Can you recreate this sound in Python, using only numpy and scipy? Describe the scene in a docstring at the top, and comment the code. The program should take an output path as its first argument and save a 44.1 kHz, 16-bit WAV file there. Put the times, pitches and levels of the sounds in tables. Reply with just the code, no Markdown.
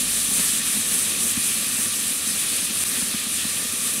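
"""At the open door of a small furnace, close to flames that stand over a tray of embers.
Gas escaping from the hot fuel sizzles brightly in surges, over a steady rush of air.
The flames roar dully, flutter and puff, and the puffs make the chamber ring with low notes.
A faint hum lies underneath, a deep drone dies away early, and one ember snaps."""
import sys
import numpy as np
from scipy import signal
from scipy.fft import rfft, irfft
from scipy.io import wavfile

SR = 44100
rng = np.random.default_rng(int(sys.argv[2]) if len(sys.argv) > 2 else 0)


def wrap_up_sound(samples):
    """Save the sound to the file named by the first command line argument, as 16-bit audio."""
    columns = np.atleast_2d(samples).T
    # keep every value between -1 and 1, then stretch to whole-number steps
    tamed = np.clip(columns, -1, 1)
    steps = np.round(tamed * 32767).astype(np.int16)
    wavfile.write(sys.argv[1], SR, steps)


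N = 176400
T = np.arange(N) / SR
FREQS = np.maximum(np.arange(N // 2 + 1) * SR / N, 1)  # Hz at each point of a spectrum


def from_db(db):
    """Turn decibels into a number to multiply a sound by."""
    return 10 ** (np.asarray(db) / 20)


def rms_one(x):
    """Scale a sound so that its average strength (rms) is 1."""
    return x / np.sqrt(np.mean(x ** 2) + 1e-20)


def level(rows):
    """A volume curve through rows of (time [s], level [dB])."""
    return from_db(np.interp(T, *np.transpose(rows)))


def burst(start, fade_s):
    """A volume curve that jumps to 1, then falls 60 dB in fade_s seconds."""
    return (T >= start) * np.exp(-np.log(1000) * np.abs(T - start) / fade_s)


def drift(rate_hz):
    """A smooth random wander of typical size 1; a higher rate wanders faster."""
    step, warm_up = 40, 2000
    r = np.exp(-2 * np.pi * rate_hz * step / SR)
    noise = rng.standard_normal(N // step + warm_up + 2)
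    slow = signal.lfilter([1], [1, -2 * r, r * r], noise)[warm_up:]
    return np.interp(np.arange(N) / step, np.arange(len(slow)), rms_one(slow))


def stereo_noise(side_db):
    """Even hiss for two ears; the lower side_db, the more alike they are."""
    mid, side = rng.standard_normal((2, N))
    return rms_one(mid + from_db(side_db) * side * np.array([[1], [-1]]))


def clicks(per_s, spread_db):
    """Clicks at random moments, some stronger than others."""
    sizes = from_db(spread_db * np.minimum(rng.exponential(1, N), 4))
    return (rng.random(N) < per_s / SR) * sizes * rng.choice([-1, 1], N)


def colour(x, rows):
    """Shape a sound's lows and highs by rows of (frequency [Hz], level [dB]), at strength 1."""
    hz, db = np.transpose(rows)
    gain = from_db(np.interp(np.log(FREQS), np.log(hz), db))
    return rms_one(irfft(rfft(x) * gain, N))


def flicker(x, depth_db, rate_hz):
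    """Let ten bands, a third of an octave apart from 2000 Hz up, each flicker on its own."""
    position = np.clip(3 * np.log2(FREQS / 2000), 0, 9)  # the first band also holds all the lows
    weights = (np.maximum(1 - np.abs(position - k), 0) for k in range(10))
    bands = (irfft(rfft(x) * weight, N) for weight in weights)
    return rms_one(sum(band * from_db(depth_db * drift(rate_hz)) for band in bands))


def resonate(x, hz, width_hz):
    """Make a sound ring at one pitch; a narrower width rings longer."""
    r = np.exp(-np.pi * width_hz / SR)
    feedback = [1, -2 * r * np.cos(2 * np.pi * hz / SR), r * r]
    return signal.lfilter(np.array([1, 0, -1]) * (1 - r * r) / 2, feedback, x + 1e-18)


def sizzle():
    """Gas escapes from the hot fuel: a fine hiss and many tiny bursts, surging together."""
    # how the sizzle swells and sinks: (time [s], relative level [dB])
    surges = [(0.0, -23), (0.05, -26.5), (0.12, -22.5), (0.24, -24), (0.38, -21.5), (0.58, -23),
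              (0.62, -27.5), (0.73, -22.5), (0.85, -25.5), (0.93, -21), (0.98, -23), (1.0, -22),
              (1.14, -25.5), (1.3, -22), (1.34, -25), (1.49, -22), (1.54, -25), (1.71, -25), (1.83, -22.5),
              (1.9, -26.5), (2.1, -24.5), (2.24, -26.5), (2.28, -22), (2.32, -26), (2.56, -23.5),
              (2.62, -26.5), (2.64, -25), (2.72, -28.5), (2.8, -23.5), (3.27, -29), (3.35, -24.5),
              (3.38, -26), (3.68, -27), (3.71, -28), (3.87, -24), (4.0, -26)]
    # its bright tone: (frequency [Hz], relative level [dB])
    tone = [(3000, -23), (5200, -17.5), (6100, -8.5), (7000, -11), (7600, -4), (8500, -3), (9600, .5),
            (10900, -6), (12300, -10), (14300, -17.5), (16000, -23)]
    hiss = stereo_noise(side_db=-22.5)
    bursts = from_db(-8) * rms_one(clicks(per_s=7000, spread_db=3))
    tremble_db = 0.35 * drift(7.6) + 0.28 * drift(120)
    gas = flicker(colour(hiss + bursts, tone), depth_db=1.0, rate_hz=25)
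    return gas * level(surges) * from_db(0.5 + tremble_db)


def air_rush():
    """Air streams through the fire and makes the chamber ring at its higher pitches."""
    # small rises and dips in the air's hiss: (time [s], relative level [dB])
    swells = [(0.0, -29.5), (0.04, -31), (0.34, -30.5), (0.41, -28), (0.43, -30), (1.94, -31.5),
              (1.95, -33), (2.07, -30.5), (2.14, -32.5), (2.6, -29.5), (2.61, -31.5), (2.84, -32.5),
              (2.85, -27), (2.87, -33), (2.97, -29.5), (3.06, -32), (3.1, -31.5), (3.27, -32.5),
              (3.42, -29.5), (3.75, -33.5), (3.88, -31.5), (4.0, -34)]
    # the tone of that hiss: (frequency [Hz], relative level [dB])
    tone = [(300, -14.5), (900, -22), (1500, -10.5), (1750, -4.5), (2130, -7.5), (2450, -0.5), (2800, -2.5),
            (3800, -0.5), (4700, -4), (5400, -5.5), (7000, -6), (14000, -56)]
    # the chamber's high notes: (pitch [Hz], width of each filter pass [Hz], level [dB])
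    high_notes = [(1178, 183, -47.5), (1336, 59, -53), (1863, 150, -50), (2460, 400, -49.5)]
    hiss = flicker(colour(stereo_noise(side_db=-18), tone), depth_db=1.3, rate_hz=14)
    air = stereo_noise(side_db=-18)
    ringing = 0
    for hz, width, db in high_notes:
        note = resonate(resonate(air, hz, width), hz, width)
        ringing += from_db(db + drift(5.4)) * rms_one(note)
    return hiss * level(swells) * from_db(0.5) + ringing


def flames():
    """The flames roar dully and flutter with many small puffs, slowly easing a little."""
    # the roar's deep tone: (frequency [Hz], relative level [dB])
    tone = [(25, -24), (45, -25), (75, -1.5), (130, -3.5), (220, 4), (350, 1), (480, 0.5), (650, -5),
            (900, -19.5), (1500, -18)]
    roar = colour(stereo_noise(side_db=-19.5), tone) * from_db(-44 + 2.0 * drift(10))
    flutter = from_db(-41.5) * rms_one(chamber(clicks(per_s=420, spread_db=4)))
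    easing = from_db(-0.38 * (T - T.mean()))  # 0.38 dB quieter each second
    return (roar + flutter) * easing


def chamber(kicks):
    """Soft kicks of air pressure ring the chamber's low notes and are also faintly heard directly."""
    # the chamber's low notes: (pitch [Hz], time to fade 60 dB [s], relative level [dB])
    low_notes = [(96, 0.18, -13.5), (175, 0.069, -5.5), (228, 0.054, -3), (300, 0.068, -9.5)]
    soft = signal.sosfilt(signal.butter(1, 700, fs=SR, output="sos"), kicks + 1e-18)
    ringing = 0
    for k, (hz, fade_s, db) in enumerate(low_notes):
        width_hz = np.log(1000) / (np.pi * fade_s)
        ringing += (-1) ** k * from_db(db) * resonate(soft, hz, width_hz)  # every other note is flipped
    return ringing + from_db(-27.5) * soft


def hum_and_drone():
    """A low hum wavers while a deeper drone dies away."""
    # how the drone fades: (time [s], level [dB])
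    drone_fade = [(0, -49), (.1, -48), (.6, -55), (1.15, -58), (1.45, -85), (4, -80)]

    def tone(hz, wander_hz):
        pitch = hz + wander_hz * drift(4.48)
        return np.sqrt(2) * np.sin(2 * np.pi * np.cumsum(pitch) / SR)

    hum = from_db(-56 + 3.5 * drift(9)) * tone(hz=94.2, wander_hz=2.87)
    drone = level(drone_fade) * tone(hz=41.3, wander_hz=1.7)
    return hum + drone


def workroom():
    """Faint noise comes from all around the room, so each ear gets its own."""
    # the room's soft tone: (frequency [Hz], relative level [dB])
    tone = [(30, -20), (200, -5), (450, -1), (900, 1), (1500, -1), (2200, -21), (6000, -18), (16000, -38)]
    return from_db(-54.5) * colour(rng.standard_normal((2, N)), tone)


def puffs():
    """Strong puffs of flame thump the chamber and crackle as they catch fire."""
    # each puff: (time [s], relative level [dB], crackle level added to that [dB])
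    puff_list = [(0.313, -25.5, -20), (0.395, -24.5, -1), (0.73, -29.5, -12), (0.769, -24.5, -17),
                 (0.916, -28, -6), (1.248, -28, -11), (1.370, -22.5, -6), (1.857, -31.5, -1),
                 (2.105, -31, -5), (2.623, -30, -14), (2.704, -28.5, -15), (3.021, -23, -5),
                 (3.14, -22, -31), (3.264, -29, -23), (3.448, -24.5, -15)]
    # the crackle's tone: (frequency [Hz], relative level [dB])
    crackle_tone = [(60, 4), (250, 0), (600, -18), (1300, -7), (2500, -16), (8000, -31)]
    kicks, crackle_volume = np.zeros((2, N))
    for start, db, crackle_db in puff_list:
        kicks[int(start * SR)] = from_db(db + 2)
        crackle_volume += from_db(db + crackle_db) * burst(start, fade_s=0.053)
    one_kick_peak = np.abs(chamber(signal.unit_impulse(SR // 10))).max()
    thumps = chamber(kicks) / one_kick_peak
    return thumps + crackle_volume * colour(rng.standard_normal(N), crackle_tone)


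def ember_snap():
    """One ember cracks with a very short, bright ring."""
    # the ember's ringing notes: (pitch [Hz], relative level [dB])
    notes = [(2700, -12), (9800, 0), (12500, -9)]
    start = 2.838  # seconds
    ring = sum(from_db(db) * np.sin(2 * np.pi * hz * (T - start)) for hz, db in notes)
    return from_db(-1) * ring * burst(start, fade_s=0.005)


def pan(left_db):
    """Turn the left ear up and the right ear down; a negative number does the opposite."""
    return from_db([[left_db], [-left_db]])


def scene():
    """The furnace sounds come from almost straight ahead, over the faint room."""
    room = workroom()
    highs = sizzle() + air_rush() + ember_snap()
    lows = flames() + puffs() + hum_and_drone()
    return highs * pan(left_db=0.12) + lows * pan(left_db=-0.4) + room


def record(dry):
    """Cut the deepest bass, turn loud peaks down for a moment, then cut the highest treble."""
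    limit_db, recovery_db_per_s = -7.5, 330
    bass_cut = signal.butter(2, 37, "high", fs=SR, output="sos")
    treble_cut = signal.ellip(12, 0.1, 80, 15700, fs=SR, output="sos")
    sound = signal.sosfilt(bass_cut, dry)
    peak_db = 20 * np.log10(np.abs(sound).max(axis=0) + 1e-9)
    over_db = np.maximum(peak_db - limit_db, 0)
    recovery_db = recovery_db_per_s * T
    dip_db = np.maximum.accumulate(over_db + recovery_db) - recovery_db  # dips at once, then recovers
    return signal.sosfilt(treble_cut, sound * from_db(-dip_db))


dry = scene()
out = record(dry)
wrap_up_sound(out)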